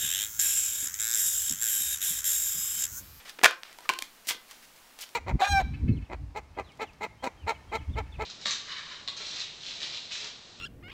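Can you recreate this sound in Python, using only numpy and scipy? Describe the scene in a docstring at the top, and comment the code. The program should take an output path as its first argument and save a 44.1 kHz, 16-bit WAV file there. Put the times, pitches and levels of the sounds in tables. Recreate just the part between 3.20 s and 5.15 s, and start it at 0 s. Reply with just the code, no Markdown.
"""Stiff cards are handled close by, over a cloth-covered table in a small room, with a faint steady hiss.
First come soft rubs and ticks, then a card snaps out of the deck in a quick run of clacks.
The recorder's gain ducks under loud clacks, so the hiss sinks and slowly comes back.
The card is flicked over and lands in two more groups of clacks; faint slides and ticks follow.
Clacks are short tones and noise bursts; slides are streams of tiny clicks; room and table ring along."""
import sys
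import numpy as np
from scipy import signal
from scipy.fft import rfft, irfft, next_fast_len
from scipy.io import wavfile
from scipy.ndimage import uniform_filter1d

SR = 44100
rng = np.random.default_rng(int(sys.argv[2]) if len(sys.argv) > 2 else 0)


def digitize_waveform(pressure):
    """Quantize a signal to 16-bit integers and store it at the path in sys.argv[1].

    Rows of a 2-D input are taken as channels; values are limited to [-1, 1].
    """
    field = np.atleast_2d(pressure).T
    bounded = np.clip(field, -1, 1)
    quanta = np.round(bounded * 32767).astype(np.int16)
    wavfile.write(sys.argv[1], SR, quanta)


N = 85995
T = np.arange(N) / SR

OVERTONE_RATIO, OVERTONE_DB = 1.467, -7   # second bending mode of a card; it dies sooner by the same ratio
CRACK_T60_S, THUD_T60_S = 0.008, 0.022   # time to lose 60 dB, before colouring
EDGE_SHARE = 0.58   # amplitude share of a burst's first instant, before colouring
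THUD_HZ = 520   # pitch at which the thud has the colour in its table
HARD_KNEE_DB, CLACK_PEAKS_DB = -17, -3.5   # strikes with a crack above the knee get the narrow peaks

# Card edges strike: (time [s], ring level [dB], ring pitch [Hz], ring t60 [s],
# crack level [dB], crack tilt [dB per octave], thud level [dB], thud pitch [Hz])
STRIKES = [ (0.1884, -44, 2460, .008, -34.5, -6, -48, 383),
           (0.1921, -37, 1870, 0.0041, -32, -4.5, -44, 390), (0.2145, -37, 1980, 0.027, -33, -8, -44, 400),
           (0.2324, -22, 1430, 0.0088, -20.5, -1, -25.5, 338),
           (0.2357, -16, 756, 0.0083, -29, -16, -24.5, 457),
           (0.2365, -13.5, 1720, 0.037, -10.5, 2, -18, 663),
           (0.2444, -8, 2550, 0.0032, -2, -0.5, -28.5, 600), (0.2485, -13, 1680, 0.016, -23, -6, -23, 604),
           (0.2509, -12, 1460, 0.012, -14, -1, -19, 647), (0.2533, -12, 1830, 0.011, -11, -2.5, -33, 650),
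           (0.2566, -8, 1940, 0.0076, -6.5, -1, -19, 684), (0.258, -10, 1330, 0.011, -18, -8, -38, 608),
           (0.26, -5, 1460, 0.015, -23, 7, -41, 600), (0.2607, -4, 1770, 0.012, -6, -1.5, -26, 600),
           (0.2745, -34.5, 2245, 0.0081, -21, -4.5, -31, 650),
           (0.31, -12.5, 1640, 0.003, -24, 0.5, -56, 600), (0.4338, -20.5, 3170, 0.0023, -31, -3, -56, 517),
           (0.5290, -61, 3200, .007, -41, 1, -76, 520), (0.5867, -41, 943, 0.041, -37.5, -.5, -58, 510),
           (0.6064, -45.5, 995, 0.028, -45, 3, -55, 520), (0.6560, -41, 1220, 0.045, -49, 7, -74, 520),
           (0.6918, -15, 2750, 0.01, -16.5, -0.9, -32.5, 550),
           (0.6970, -15.5, 1039, 0.043, -24, 2.5, -36.5, 350),
           (0.7003, -19.5, 3080, .012, -29.5, -4.5, -40.5, 337),
           (0.7055, -29, 2450, 0.0072, -32, -6, -35.5, 336),
           (0.7372, -26.5, 2800, 0.0053, -29.5, 0, -49, 405),
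           (0.7887, -26, 4450, 0.0043, -24.5, 3, -40.5, 650),
           (0.7899, -27.5, 3150, 0.011, -42, 10, -63, 643),
           (0.8233, -25.5, 2380, 0.013, -22.5, 3, -47, 300),
           (1.0712, -48, 5060, 0.0044, -30.5, 6, -45.5, 334), (1.086, -32, 2050, 0.027, -49, 1, -50, 333),
           (1.0891, -29, 3580, .008, -28.5, -3, -42, 383), (1.1063, -21, 2330, .009, -23, -2, -38.5, 358),
           (1.1097, -20, 3540, 0.0065, -22.5, 2, -44, 358), (1.1125, -32, 992, 0.023, -35, -4.5, -50, 370),
           (1.1475, -37, 2100, 0.0088, -39.5, 1, -46, 220),
           (1.3117, -48.5, 1110, 0.033, -37.5, 3.5, -58, 520),
           (1.7896, -43.5, 840, 0.02, -38, 1.5, -61, 523), (1.829, -32.5, 2980, 0.014, -43, 2, -73, 520),
           (1.8391, -36.5, 3230, 0.0098, -42, -2.5, -61, 510),
           (1.8913, -53, 2630, .006, -42.5, 2, -73, 520)]
# Colour of the crack, before its tilt: (frequency [Hz], relative level [dB])
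CRACK_COLOUR = [(150, -34.5), (500, -9), (1200, -4), (2500, 1), (4500, -2.5), (7500, -6.5), (9200, -12),
                (11000, -12.5), (15500, -21)]
# Colour of the thud, shifted to the pitch of each strike: (frequency [Hz], relative level [dB])
THUD_COLOUR = [(30, -49), (90, -35), (170, -16), (290, -7), (400, -3), (520, 3), (750, 0), (1200, -7.5),
               (3000, -49)]


def contacts():
    """Each strike is a crack of the edge, a short ring of the free part of the card and a thud of pushed air."""
    light, hard = np.zeros(N), np.zeros(N)
    t = T[:SR // 10]
    for start, ring_db, ring_hz, ring_t60, crack_db, tilt_db, thud_db, thud_hz in STRIKES:
        ring = np.zeros(len(t))
        for ratio, mode_db in ((1, 0), (OVERTONE_RATIO, OVERTONE_DB)):
            mode = np.sin(2 * np.pi * ring_hz * ratio * t) * dying(t, ring_t60 / ratio)
            ring -= from_db(ring_db + mode_db) * mode
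        # Keep the rumble of the abrupt start out of the ring
        high_pass = signal.butter(2, ring_hz / 2, "high", fs=SR, output="sos")
        ring = signal.sosfilt(high_pass, ring)

        crack = from_db(crack_db) * burst(t, CRACK_T60_S, CRACK_COLOUR, EDGE_SHARE, tilt_db)
        shifted_colour = np.array(THUD_COLOUR) * [thud_hz / THUD_HZ, 1]
        thud = from_db(thud_db) * burst(t, THUD_T60_S, shifted_colour, EDGE_SHARE)
        add(hard if crack_db > HARD_KNEE_DB else light, start, ring + crack + thud)
    return light + hard + from_db(CLACK_PEAKS_DB) * clack_colour(hard)


def burst(t, t60, spectrum, edge, tilt_db=0):
    """A sharp edge followed by a dying scatter of tiny contacts."""
    envelope = dying(t, t60)
    scatter = unit_energy(envelope * rng.standard_normal(len(t)))
    x = scatter * np.sqrt(1 - min(edge ** 2, 1))
    x[0] -= edge
    x = coloured(evened(x, 700), spectrum, tilt_db)
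    return unit_energy(x) * np.sqrt(np.sum(envelope ** 2))


PEAK_WIDTH_HZ = 48   # width of each peak
# Narrow peaks in the hard clacks, before their overall level: (frequency [Hz], gain [dB])
CLACK_PEAKS = [(500, -4), (657, -1.5), (720, 0.5), (1045, 7), (1355, 5), (1467, 4), (1666, 0), (1755, -6),
               (1928, -2), (2298, 13), (2473, 0), (2766, -6), (3207, 1)]


def clack_colour(x):
    """Narrow peaks that colour the hard clacks, as closely spaced strikes and table reflections do."""
    out = np.zeros(N)
    r = np.exp(-np.pi * PEAK_WIDTH_HZ / SR)   # how much of the filter's output survives one sample
    for hz, gain_db in CLACK_PEAKS:
        feed = [(1 - r * r) / 2, 0, (r * r - 1) / 2]
        feedback = [1, -2 * r * np.cos(2 * np.pi * hz / SR), r * r]
        out += from_db(gain_db) * signal.lfilter(feed, feedback, x + 1e-18)
    return out


GRAINS_PER_S, GRAIN_SPREAD_DB = 6500, 2   # average rate; average random boost of a grain
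RUB_ATTACK_S, RUB_RELEASE_S = 0.00085, 0.0043   # time constants
# Cards rub over cards: (start [s], length [s], level at the middle [dB],
# swell from start to end [dB], tilt [dB per octave])
STROKES = [ (0.000, 0.05, -58.5, -14, -5.5), (0.050, 0.04, -49.5, -2, -5.5), (0.077, 0.027, -48.5, 2, -4.5),
           (0.093, 0.0069, -42, -3, -3.1), (0.235, .028, -25.5, 8, -6), (0.45, 0.1, -54, -7.5, -7),
           (0.588, 0.074, -58, 12.5, -7.5), (1.048, 0.027, -57, -4, -3), (1.07, 0.024, -35.5, 10, 2.5),
           (1.084, 0.017, -28, -0.5, -0.1), (1.11, .011, -34, 0, -3.5), (1.280, .030, -56.5, 4, -1.5),
           (1.310, 0.011, -48, -2, -2.5), (1.326, 0.11, -61.5, -10, -0.5), (1.422, 0.031, -55.5, -2, -.5),
           (1.559, .050, -64, -9, -1.5), (1.787, 0.024, -47.5, -7, -2), (1.806, 0.019, -39.5, 3.5, 1.4),
           (1.83, 0.014, -44, -5, -1.5)]
# Colour of the rubbing, before its tilt: (frequency [Hz], relative level [dB])
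RUB_COLOUR = [(80, -40), (250, -28), (600, -16.5), (1300, -6.5), (2100, 0.5), (3600, 0.5), (5200, 0),
              (6700, -2), (9000, -5), (12500, -8), (15500, -7)]


def slides():
    """Card faces catch and slip in a dense stream of tiny grains; each stroke swells or fades, then stops."""
    out = np.zeros(N)
    t = T[:SR // 5]
    for start, length, middle_db, swell_db, tilt_db in STROKES:
        sizes = from_db(GRAIN_SPREAD_DB * rng.exponential(1, len(t)))
        sizes = sizes * rng.choice([-1, 1], len(t))
        happens = rng.random(len(t)) < GRAINS_PER_S / SR
        grains = coloured(sizes * happens, RUB_COLOUR, tilt_db)

        attack = 1 - np.exp(-t / RUB_ATTACK_S)
        release = np.exp(-np.maximum(t - length, 0) / RUB_RELEASE_S)
        level_db = middle_db + swell_db * (np.minimum(t / length, 1) - 0.5)
        add(out, start, grains / grains.std() * attack * release * from_db(level_db))
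    return out


TABLE_HZ, TABLE_T60_S, TABLE_DB = 340.4, 0.38, -2.5


def table(x):
    """The cards make the table top hum briefly at one low resonance."""
    t = T[:SR // 2]
    envelope = dying(t, TABLE_T60_S)
    hum = 2 * np.cos(2 * np.pi * TABLE_HZ * t) * envelope / envelope.sum()
    return from_db(TABLE_DB) * signal.fftconvolve(x, hum)[:N]


EARLY_DB, EARLY_T60_S = -6.5, 0.087   # scatter from hands and table
ROOM_DELAY_S, ROOM_BUILD_S = 0.002894, 0.0032   # wait before the tail; time constant of its growth
ROOM_EVEN_HZ = 45
# Echo tail of the room: (band centre [Hz], t60 [s], level before the band filter [dB])
ROOM_BANDS = [(180, 0.77, -27), (380, 0.18, -5.5), (830, 0.26, -13), (1760, 0.26, -13.5),
              (4060, 0.21, -9.5), (9500, 0.12, -14.5)]


def room(x):
    """The direct sound, early scatter off hands and table, then a diffuse tail that dies soonest in the treble."""
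    t = T[:SR // 2]
    scatter = rng.standard_normal(len(t)) * dying(t, EARLY_T60_S) * (t > ROOM_DELAY_S / 2)
    response = from_db(EARLY_DB) * unit_energy(scatter)
    build = 1 - np.exp(-np.maximum(t - ROOM_DELAY_S, 0) / ROOM_BUILD_S)
    for hz, t60, level_db in ROOM_BANDS:
        band = signal.butter(2, [hz / 1.5, hz * 1.5], "band", fs=SR, output="sos")
        tail = evened(rng.standard_normal(len(t)) * build * dying(t, t60), ROOM_EVEN_HZ)
        response += from_db(level_db) * signal.sosfilt(band, unit_energy(tail))
    response[0] += 1   # the direct sound
    return signal.fftconvolve(x, evened(response, ROOM_EVEN_HZ))[:N]


HISS_DB = -56   # before the gain ducks
# Colour of the hiss: (frequency [Hz], relative level [dB])
HISS_COLOUR = [(20, 15), (35, 5.5), (55, -2), (110, -2), (210, 4.5), (400, 2.5), (900, 5.5), (2200, 3),
               (5000, 0), (10000, -4), (15500, -4)]


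def hiss():
    """Steady random noise, filtered to its colour."""
    return from_db(HISS_DB) * coloured(rng.standard_normal(N), HISS_COLOUR)


def from_db(db):
    """Turn decibels into an amplitude factor."""
    return 10 ** (np.asarray(db) / 20)


def dying(t, t60):
    """Envelope that loses 60 dB in t60 seconds."""
    return np.exp(-np.log(1000) * t / max(t60, 1e-4))


def unit_energy(x):
    """Scale to a sum of squares of one."""
    return x / np.sqrt(np.sum(x ** 2) + 1e-20)


def add(out, start, x):
    """Mix x in at the given start in seconds."""
    i = max(int(start * SR), 0)
    out[i:i + len(x)] += x[:max(N - i, 0)]


def coloured(x, spectrum, tilt_db=0):
    """Filter of unit power gain that follows a spectrum, tilted per octave around 1000 Hz."""
    size = next_fast_len(len(x) // 2 + 2048) * 2
    octave = np.log2(np.maximum(np.arange(size // 2 + 1) * SR / size, 10))
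    hz, db = np.transpose(spectrum)
    # The tilt stops one octave below 1000 Hz
    tilt = tilt_db * np.maximum(octave - np.log2(1000), -1)
    gain = from_db(np.interp(octave, np.log2(hz), db) + tilt)
    return causal(x, gain / np.sqrt(np.mean(gain ** 2)))


def evened(x, width_hz):
    """Level out chance humps and hollows of the spectrum that are wider than width_hz."""
    power = np.abs(rfft(x, 2 * len(x))) ** 2
    power = uniform_filter1d(power, int(width_hz * 2 * len(x) / SR))
    return causal(x, np.sqrt(power.mean() / (power + 1e-12)))


def causal(x, gain):
    """Minimum-phase filter with the given gain per frequency bin: it acts as early as it can."""
    cepstrum = irfft(np.log(gain))
    size = len(cepstrum)
    # Fold the backward half onto the forward half
    cepstrum[1:size // 2] *= 2
    cepstrum[size // 2 + 1:] = 0
    return irfft(rfft(x, size) * np.exp(rfft(cepstrum)))[:len(x)]


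def scene():
    """Cards, the table, their room and a steady hiss."""
    cards = contacts() + slides()
    return (room(cards) + table(cards) + hiss())[None]


DUCK_ABOVE_DB, DUCK_SHARE = -19, 0.64   # share of the excess level that is taken away
RECOVER_DB_PER_S = 22
CUTOFF_HZ = 15780


def record(dry):
    """Gain control ducks under loud sounds and recovers slowly; peaks are rounded, the top is cut."""
    size = SR // 50   # averaging window of 20 ms
    window = np.ones(size) / size
    power = signal.fftconvolve(dry[0] ** 2, window)[:N]
    level_db = 10 * np.log10(np.maximum(power, 1e-12))
    over_db = DUCK_SHARE * np.maximum(level_db - DUCK_ABOVE_DB, 0)

    # Hold the deepest duck so far, while it recovers at a steady rate
    recovered_db = RECOVER_DB_PER_S * T
    duck_db = np.maximum.accumulate(over_db + recovered_db) - recovered_db
    duck_db = signal.fftconvolve(duck_db, window)[:N]

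    rounded = 1.3 * np.tanh(dry * from_db(-duck_db) / 1.3)
    low_pass = signal.firwin(401, CUTOFF_HZ, fs=SR)[None]
    return signal.fftconvolve(rounded, low_pass, "same")


dry = scene()
out = record(dry)
digitize_waveform(out)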